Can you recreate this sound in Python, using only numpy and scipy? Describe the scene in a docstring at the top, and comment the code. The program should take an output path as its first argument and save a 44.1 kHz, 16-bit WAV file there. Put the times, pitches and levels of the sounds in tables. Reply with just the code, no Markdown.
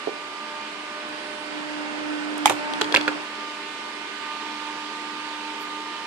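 """On a wooden desk in a small room, a computer case fan runs: airflow hiss is shaped noise, the thin motor whine
near 300 Hz is a set of sines locked to one speed, and faint hums are wavering sines.
The microphone moves from in front of the fan to beside its frame and back; each partial is beamed its own way.
A hand bumps the fan, then reaches past it for a screwdriver, which knocks on the frame and clatters on the desk:
each contact is a click of noise, decaying modes and a desk thud; scuffs are brief noise.
A single low pulse makes a dull thump at the hardest knock."""
import sys
import numpy as np
from scipy import signal
from scipy.fft import rfft, irfft, next_fast_len
from scipy.io import wavfile
from scipy.ndimage import uniform_filter1d, map_coordinates

SR = 44100
rng = np.random.default_rng(int(sys.argv[2]) if len(sys.argv) > 2 else 0)


def master(y):
    """Save y as 16-bit WAV."""
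    cut = np.clip(np.atleast_2d(y).T, -1, 1)
    pcm = np.round(cut * 32767)  # scale
    wavfile.write(sys.argv[1], SR, pcm.astype(np.int16))


N = 267334

# Closeness runs from 0 (in front of the fan) to 1 (beside its frame); left-right dB is positive to the left.
# microphone path: time_s, closeness (0-1), airflow_level_db, left_right_db
MIC_PATH = [(0, 0.22, 0, 2), (1.02, 0.28, 0.5, 2), (1.17, 0.35, 1.2, 1), (1.45, 0.36, 0.5, -0.5),
            (1.58, 0.69, 2, 0.5), (2.05, 0.89, 2.5, 0.5), (3.1, 0.92, 4, 1.5), (3.3, 0.13, 1, 2),
            (4.05, 0.12, 1, 1), (4.33, 0.04, 1.5, -1), (6.06, 0.01, 1, 0.5)]
# closeness at which the microphone looks down from above, sees the blades aslant, and passes over the rim
ABOVE, ASLANT, RIM = 0.11, 0.22, 0.42

# airflow spectrum in front of the fan, relative: frequency_hz, level_db (per Hz)
AIR_IN_FRONT = [(55, -28), (170, -12.5), (230, -5), (410, 0.5), (520, -5), (740, -5.5), (920, 4.5),
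                (1300, -0.5), (2700, -0.5), (4700, -7), (6000, -15), (9000, -18.5), (11200, -33),
                (14500, -39)]
# airflow spectrum beside the frame, relative: frequency_hz, level_db (per Hz)
AIR_BESIDE = [(50, -34), (130, -15.5), (230, -3.5), (380, -2.5), (520, -4), (850, 0), (1400, -0.5),
              (2800, -5.5), (4000, -12), (4800, -10.5), (6000, -18.5), (9000, -19), (11200, -35),
              (14500, -51)]
# correlation of the air noise at the two microphone ports: frequency_hz, likeness (clipped to -1..1)
PORT_LIKENESS = [(60, -0.1), (200, 1.04), (750, 0.65), (1200, 0.45), (1800, 0.5), (4000, 0)]
# balance of the air noise between the ports: frequency_hz, left_right_db
PORT_BALANCE = [(100, -4.5), (500, -1), (1200, -3.5), (2700, -8), (6000, -7), (12000, -1)]

# motor pulse rate, picking up after the bump and then wandering a little: time_s, pitch_hz
MOTOR_SPEED = [(0, 297.7), (.2, 298.8), (.65, 300), (1.1, 301), (1.9, 301.5), (2.6, 299.8), (3.3, 299.6),
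               (4.1, 300.2), (5, 300.5), (5.8, 301)]
# radiation of the four lowest partials:
# multiple (of the pulse rate), front_db, aslant_db, over_rim_db, beside_db
PARTIAL_BEAMS = [(1, -45, -50.5, -43, -31), (2, -60.5, -50, -46, -45.5), (3, -40, -48.5, -46.5, -50),
                 (4, -42, -41.5, -47, -48)]
# swells and dips of the four lowest partials: time_s, first_db, second_db, third_db, fourth_db
PARTIAL_SWELLS = [(0, -1, -3, -11, -1.5), (.17, -1, 0, -6, -2.5), (.3, -1.5, -3.5, 0.5, 2),
                  (.57, -5, 1.5, 4.5, 2.5), (.66, 4, -3, 1, -2), (.76, 0, -5.5, -6, 2.5),
                  (1, -2, 3.5, -4, 0.5), (1.13, 3, -2, -2, -4), (1.4, -2.5, 3.5, -1.5, -5),
                  (1.58, 3, -1, 1, -9), (1.75, -1, 1, 2.5, -2), (2.15, -.5, 4, 1.5, 0.5),
                  (2.44, 0, -3, 0.5, -1), (2.57, 2.5, 3.5, 1, -5), (2.73, 2.5, -1.5, 5, 2.5),
                  (2.85, 0.5, -12, 2, -5), (3.22, 2.5, -4, 0.5, -1), (3.42, 1, -1, 1, 2),
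                  (3.56, 0.5, 1, -1, -4), (3.7, -0.5, -4, -2, -2.5), (3.86, -2, 0, -3, 1),
                  (3.96, 1.5, 0, -1, -3.5), (4.1, -1.5, -5, -7, -1), (4.25, -1.5, 3, -0.5, 1),
                  (4.65, 2, -3, 0.5, 0.5), (5.05, 1, -11, -1.5, 0.5), (5.4, 1, -4, 2, -1.5),
                  (5.75, 0, -5, -0.5, 2.5), (6.06, -5, 1, -2.5, 1.5)]
# the four lowest partials at the two ports: front_left_right_db, front_left_lead_rad,
# beside_left_right_db, beside_left_lead_rad, turned_at (closeness by which the turn is complete)
PARTIAL_PLACES = [(0, 0.29, -6, 1.5, 0.57), (-8.5, -0.023, -4, -1, .8), (-2.5, -0.055, 7.5, -1.5, 0.55),
                  (-4.5, -0.21, -1, -1.5, 0.31)]
# upper partials: multiple (of the pulse rate), front_db, above_db, beside_db
UPPER_PARTIALS = [(5, -52, -50, -50), (6, -55, -56, -55), (7, -57.5, -51.5, -56.5), (8, -54.5, -53, -56.5),
                  (9, -63, -69, -55), (10, -56, -54.5, -58), (12, -67, -61, -69)]
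# a reaching hand disturbs the intake: start_s, end_s, fundamental_lift_db, low_overtone_lift_db,
# fundamental_turn_rad (between the ports)
HAND_REACHES = [(2.594, 2.79, -5.5, 6, 1.8), (2.827, 3.142, -1, 6.5, -0.47)]
REACH_FADE_S = 0.019
# faint wavering hums of steady mean pitch: pitch_hz, level_db
HUM_TONES = [(217.4, -59), (400.6, -56), (701, -65.5), (1603, -62)]

# In all contact tables below, click_db is before a common halving and desk_db before a common thud level.
# desk modes under every contact, before random scatter: pitch_hz, level_db, t60_s
DESK_MODES = [(126, -22, 0.19), (233, -13.5, 0.076), (385, -2, 0.034), (544, -2, 0.052), (702, -7, 0.038),
              (1030, -5, 0.025), (1390, -2, 0.049)]
# relative spectrum of the hard click of a contact: frequency_hz, level_db (per Hz)
CLICK_SPECTRUM = [(100, -5), (450, -9), (800, 11), (1500, 2), (2200, 7), (3300, 2), (5300, -1.5),
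                  (7000, 2.5), (9500, -2), (12000, -6), (15000, -12)]
# a hand bumps the fan, and later jogs it in reaching past: start_s, ring_db
HAND_BUMPS = [(0.0716, -17), (0.079, -22.5), (0.0894, -26), (0.0972, -37), (2.8165, -18), (2.921, -25)]
# modes of the bumped fan: pitch_hz, level_db, t60_s
FAN_MODES = [(299, -7.5, 0.057), (430, 1, 0.045), (710, -3, 0.016), (800, -3.5, 0.033)]
# faint high scuffs of the handling: centre_s, level_db, centre_hz, half_length_s (to 1/e)
SCUFF_EVENTS = [(1.09, -43, 8000, .0015), (2.381, -33.5, 8500, 0.0018), (5.62, -52, 12800, 0.02)]
# knocks of the screwdriver on the plastic frame, a duller contact as the frame rocks back on the desk,
# and a graze: start_s, ring_db, click_db, desk_db, pitch_ratio (of the spot)
FRAME_CONTACTS = [(2.457, -8.5, 3, -31, 1), (2.4652, -25, -12, -44, 1.02), (2.47, -30, -10, -36, 1),
                  (2.4965, -16, -6.5, -16.5, 1.13), (2.5028, -22, -17, -16.5, .74),
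                  (2.5078, -23, -19, -24, .92), (2.516, -30, -19, -30, 1.25), (2.5218, -27, -21, -27, 1.1),
                  (2.8145, -24, -19, -27, 1.05)]
# modes of the frame: pitch_hz, level_db, t60_s
FRAME_MODES = [(190, -23, 0.057), (760, -11, 0.033), (845, 2.5, 0.044), (948, -4, 0.044), (1070, -2.5, .04),
               (2020, -19, 0.043), (2320, -9, .04), (3265, -2.5, 0.021)]
# dull thump at the hardest knock: level scales u * exp(-u), whose peak is 1/e
PULSE_S, PULSE_DB, PULSE_RISE_S = 2.457, -24, 0.00074
# screwdriver taps on the desk: start_s, ring_db, click_db, desk_db, left_right_db, pitch_ratio (of the spot)
DESK_TAPS = [(2.812, -16.5, -8, -17, -5, 0.92), (2.9426, -13.5, -8, -19, -9.5, 1.004),
             (2.949, -14, -11, -15, -1, 1.07), (2.9732, -20.5, -27, -19, -7, 1),
             (3.0782, -15.5, -15, -15.5, -5, .97), (3.083, -16.5, -20, -30, -5, .97),
             (3.0879, -24, -20, -20, -4, 1)]
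# modes of the tapped spot: pitch_hz, level_db, t60_s
TAPPED_SPOT_MODES = [(953, -5.5, 0.037), (1624, 2.5, 0.02), (1980, -10, 0.011), (2510, -2, 0.015)]
# clacks of the handle: start_s, ring_db
HANDLE_CLACKS = [(2.477, -14.5), (2.9609, -8), (2.9662, -13.5), (2.968, -12.5)]
# modes of the handle: pitch_hz, level_db, t60_s
HANDLE_MODES = [(2330, -0.5, 0.017), (2710, -2.5, 0.021), (3700, -11, 0.015)]
# ticks of the steel bit in its shaft: start_s, ring_db, click_db
BIT_TICKS = [(2.736, -15.5, -18), (2.8157, -5, -10), (2.8428, -19, -24), (2.924, -13.5, -15),
             (2.9481, -3.5, -8), (2.97, -9.5, -11), (3.0114, -16, -20), (3.08, -15.5, -23),
             (3.408, -26, -34)]
# modes of the bit: pitch_hz, level_db, t60_s
BIT_MODES = [(3333, -5.5, 0.018), (4070, -9, 0.0066), (4450, -1.5, 0.0074)]
# reverberation of the small room: frequency_hz, t60_s
ROOM_DECAY = [(150, 0.62), (1000, 0.18), (2500, 0.16), (4000, 0.22), (12000, 0.28)]
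TOP_HZ = 15000  # band limit


def amp(db):
    """Level to gain: 20 dB is a factor of ten in amplitude."""
    return 10 ** (np.asarray(db) / 20)


def unit(x):
    """Normalisation to an rms of 1."""
    return x / np.sqrt(np.mean(x ** 2) + 1e-20)


def along(points, hz):
    """Interpolation of (frequency, value) points on a logarithmic frequency axis."""
    f, v = np.transpose(points)
    return np.interp(np.log(hz + 1), np.log(f + 1), v)


def curves(rows):
    """Linear interpolation in time: one value per sample for each column after the time."""
    s, *columns = np.transpose(rows)
    return [np.interp(np.arange(N) / SR, s, column) for column in columns]


def wobble(rate):
    """Smooth random modulation: a spline through normal deviates, rate knots a second."""
    knots = rng.standard_normal(int(N * rate / SR) + 4)
    return map_coordinates(knots, [np.arange(N) * rate / SR])


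def filtered(x, response):
    """Linear filtering: the spectrum of x is multiplied by a response of frequency."""
    n = x.shape[-1]
    m = next_fast_len(n + 8192)
    return irfft(rfft(x, m) * response(np.fft.rfftfreq(m, 1 / SR)), m)[..., :n]


def split(difference):
    """Stereo difference: half is added at the left and half taken from the right."""
    return np.array([[0.5], [-0.5]]) * difference


def decay(t, t60):
    """Exponential decay by 60 dB in t60 seconds."""
    return np.exp(-np.log(1000) * t / t60)


def highpass(x, cutoff_hz):
    """Second-order high-pass: bass falls by 12 dB an octave."""
    return signal.sosfilt(signal.butter(2, cutoff_hz, "highpass", fs=SR, output="sos"), x)


def rush(spectrum, patchy_db, lag_ms):
    """Turbulence as partly coherent stereo noise of rms 1, faintly patchy from eddies and late at the left port."""
    z = signal.stft(rng.standard_normal((2, N)), nperseg=512)[2]
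    patches = uniform_filter1d(rng.standard_normal(z.shape[1:]), size=6, axis=0)  # across frequency
    patches = uniform_filter1d(patches, size=14, axis=1)  # along time
    pair = signal.istft(z * amp(patchy_db * unit(patches)), nperseg=512)[1][:, :N]

    def mid_side(hz):
        # shares cos and sin of half the angle give the ports the wanted correlation
        angle = np.arccos(np.clip(along(PORT_LIKENESS, hz), -1, 1)) / 2
        return amp(along(spectrum, hz)) * [np.cos(angle), np.sin(angle)]

    def ports(hz):
        delay = np.exp(-2j * np.pi * split(hz) * lag_ms / 1000)
        return amp(split(along(PORT_BALANCE, hz))) * delay

    mid, side = filtered(pair, mid_side)
    return unit(filtered(np.array([mid + side, mid - side]), ports))


def airflow(front_db=-36.0, side_db=-35, treble_hz=5500, screen_db=-4.0,
            beam_hz=9500, beam_db=7.5, beam_at=0.38, beam_width=0.05):
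    """Blade turbulence and directivity: fuller low middle at the side, hiss beamed, treble screened by the frame."""
    close, level_db, pan_db = curves(MIC_PATH)
    close = np.clip(close, 0, 1)
    # the two noises cross-fade in power
    front = amp(front_db) * np.sqrt(1 - close) * rush(AIR_IN_FRONT, patchy_db=1.0, lag_ms=0.099)
    side = amp(side_db) * np.sqrt(close) * rush(AIR_BESIDE, patchy_db=1.0, lag_ms=0.22)
    air = front + side
    treble = filtered(air, lambda hz: hz ** 4 / (hz ** 4 + treble_hz ** 4))
    screening = (amp(screen_db * close) - 1) * treble
    hiss = filtered(air, lambda hz: np.exp(-((hz - beam_hz) / (0.11 * beam_hz)) ** 2))
    in_beam = np.exp(-((close - beam_at) / beam_width) ** 2)
    beaming = (amp(beam_db * in_beam) - 1) * hiss / 2  # only half of the extra gain is added
    return amp(level_db + split(pan_db)) * (air + screening + beaming)


def reach():
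    """Intake disturbance: a hand moves in, stays and withdraws; gives two level lifts and a phase turn per sample."""
    t = np.arange(N) / SR

    def inside(start, end):
        return np.clip(np.minimum(t - start, end - t) / REACH_FADE_S + 0.5, 0, 1)

    return sum(np.outer(effect, inside(start, end)) for start, end, *effect in HAND_REACHES)


def motor(flutter_db=1, upper_flutter_db=2.5, jitter_hz=0.324, scatter=0.035, low_sway_db=1.3, swing=0.67):
    """Harmonic radiation: partials share one unsteady speed, each with its own directivity and flutter."""
    close = curves(MIC_PATH)[0]
    fundamental_lift_db, overtone_lift_db, hand_turn = reach()
    speed_hz = curves(MOTOR_SPEED)[0] + jitter_hz * wobble(14)
    phase = 2 * np.pi * np.cumsum(speed_hz) / SR
    out = np.zeros((2, N))
    for (k, *beam_db), swell_db, place in zip(PARTIAL_BEAMS, curves(PARTIAL_SWELLS), PARTIAL_PLACES):
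        front_pan_db, front_lead, side_pan_db, side_lead, turned = place
        db = np.interp(close, [0, ASLANT, RIM, 1], beam_db) + swell_db + low_sway_db * wobble(9)
        db = db + (fundamental_lift_db if k == 1 else overtone_lift_db) + flutter_db * wobble(16)
        pan_db = np.interp(close, [ASLANT, turned], [front_pan_db, side_pan_db])
        lead = np.interp(close, [ASLANT, turned], [front_lead, side_lead])
        lead = lead + (hand_turn if k == 1 else swing * close * wobble(4.47))
        start_phase = rng.uniform(0, 2 * np.pi)
        out += amp(db + split(pan_db)) * np.sin(k * phase + start_phase + split(lead))
    for k, front_db, above_db, side_db in UPPER_PARTIALS:
        # short waves: small moves change their level and direction
        lead = 2.2 * wobble(0.97) - 0.6
        drift = rng.uniform(0, 2 * np.pi) + split(lead) + k * scatter * wobble(70)
        sway_db = upper_flutter_db * wobble(6) + flutter_db * wobble(25)
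        db = np.interp(close, [0, ABOVE, ASLANT, RIM], [front_db, above_db, front_db, side_db])
        out += amp(db + sway_db + split(-12.0)) * np.sin(k * phase + drift)
    return np.sqrt(2) * out  # levels are rms


def hums(waver_db=3.5):
    """Amplitude and phase modulation: faint tones of steady mean pitch waver under the whine."""
    t = np.arange(N) / SR
    out = np.zeros(N)
    for hz, db in HUM_TONES:
        out += amp(db + waver_db * wobble(11)) * np.sin(2 * np.pi * hz * t + 0.75 * wobble(5.6))
    return np.sqrt(2) * out  # levels are rms


def contact(s, body, ring_db, click_db, desk_db, top_hz, pan_db, pitch=1, click_t60=0.02, grit=0.56,
            thud_db=-5, attack=0.00042, lag=0.0001, detune=0.0067):
    """Impact excitation: a hard click, the short rough modal ring of the body struck, and a thud of the desk."""
    t = np.arange(SR // 4) / SR

    def sine(hz):
        # the left port lags, by a limited phase
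        return np.sin(2 * np.pi * hz * t - split(np.minimum(2 * np.pi * hz * lag, 1.3)))

    def noise(colour):
        return unit(filtered(rng.standard_normal((2, len(t))), colour))

    def rough(mode):
        # crowded modes round a main one
        return sine(mode) + grit * noise(lambda hz: 1 / (1 + ((hz - mode) / (0.17 * mode)) ** 2))

    def soft(hz):
        # a soft contact excites little treble
        return 1 / (1 + (hz / top_hz) ** 2)

    ring = thud = 0
    for k, (hz, db, t60) in enumerate(body):
        mode_hz = hz * pitch * (1 + detune * rng.uniform(-0.8, 1))
        ring = ring + (-1) ** k * amp(ring_db + db) * decay(t, t60) * rough(mode_hz)
    click = noise(lambda hz: amp(along(CLICK_SPECTRUM, hz)) * soft(hz))
    click = amp(click_db) * decay(t, click_t60) * click / 2
    for k, (hz, db, t60) in enumerate(DESK_MODES):
        gain = amp(desk_db + thud_db + db + rng.normal(0, 1.9)) * soft(hz)
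        thud = thud + (-1) ** k * gain * decay(t, t60) * sine(hz * rng.uniform(0.926, 1.094))
    onset = 1 - np.exp(-t / attack)
    out = np.zeros((2, N + len(t)))
    out[:, round(s * SR):][:, :len(t)] = amp(split(pan_db)) * onset * (ring + click + thud)
    return out[:, :N]


def bumps(click_db=-6, desk_db=-16, low_hz=250):
    """Soft impact: a hand excites the fan's low modes as a hollow thump with hardly any click."""
    thump = sum(contact(s, FAN_MODES, db, db + click_db, db + desk_db, top_hz=1000, pan_db=-4.0)
                for s, db in HAND_BUMPS)
    return highpass(thump, low_hz)


def room(x):
    """Reverberation: the small room answers after a few milliseconds with decaying noise; bass lasts longest."""
    hz, t, z = signal.stft(rng.standard_normal((2, SR // 2)), SR, nperseg=256)
    t60 = along(ROOM_DECAY, hz)[:, None]
    tail = signal.istft(z * decay(t, t60), SR, nperseg=256)[1]
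    tail = np.pad(tail / np.linalg.norm(tail[0]), ((0, 0), (200, 0)))  # delay in samples
    return signal.fftconvolve(x, tail, axes=1)[:, :N]


def scuffs(width=0.22):
    """Friction noise: light brushing contacts give brief swells of thin, high noise."""
    t = np.arange(N) / SR

    def hiss(centre):
        band = lambda hz: np.exp(-(np.log((hz + 1) / centre) / width) ** 2 / 2)
        return unit(filtered(rng.standard_normal((2, N)), band))

    return sum(amp(db) * np.exp(-((t - s) / half) ** 2) * hiss(hz) for s, db, hz, half in SCUFF_EVENTS)


def frame_knocks():
    """Modal excitation of the frame: screwdriver knocks, a duller contact as it rocks back on the desk, a graze."""
    return sum(contact(s, FRAME_MODES, ring_db, click_db, desk_db, top_hz=14800, pan_db=-3.5, pitch=pitch, grit=0.27)
               for s, ring_db, click_db, desk_db, pitch in FRAME_CONTACTS)


def low_pulse(pan_db=-15):
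    """One-sided pulse: its low spectrum is a dull thump at the hardest knock, stronger at the right port."""
    u = np.maximum(np.arange(N) / SR - PULSE_S, 0) / PULSE_RISE_S
    return amp(PULSE_DB + split(pan_db)) * u * np.exp(-u)


def clatter(clack_click_db=-7, clack_desk_db=-20, tick_desk_db=-16):
    """Repeated impact of small bodies: the screwdriver taps the desk, its handle clacks and its loose bit ticks."""
    taps = sum(contact(s, TAPPED_SPOT_MODES, db, click_db, desk_db, top_hz=5170, pan_db=pan_db, pitch=pitch)
               for s, db, click_db, desk_db, pan_db, pitch in DESK_TAPS)
    clacks = sum(contact(s, HANDLE_MODES, db, db + clack_click_db, db + clack_desk_db, top_hz=6960,
                         pan_db=-3.5, grit=0.78, attack=0.00038)
                 for s, db in HANDLE_CLACKS)
    ticks = sum(contact(s, BIT_MODES, db, click_db, db + tick_desk_db, top_hz=9500,
                        pan_db=5.5, click_t60=0.012, attack=0.00047)
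                for s, db, click_db in BIT_TICKS)
    return taps + clacks + ticks


def contacts(low_hz=95):
    """Radiation from small bodies: all the contacts together, with almost no bass."""
    return highpass(bumps() + scuffs() + frame_knocks() + clatter(), low_hz)


def scene(room_db=-11):
    """Superposition: the running fan, the contacts with their reverberation, and the low pulse."""
    hits = contacts()
    return airflow() + motor() + hums() + hits + amp(room_db) * room(hits) + low_pulse()


def record(dry):
    """Clipping and band limiting: peaks beyond full scale are cut, then a steep low-pass follows."""
    return filtered(np.clip(dry, -1, 1), lambda hz: 1 / (1 + (hz / TOP_HZ) ** 120))


dry = scene()
out = record(dry)
master(out)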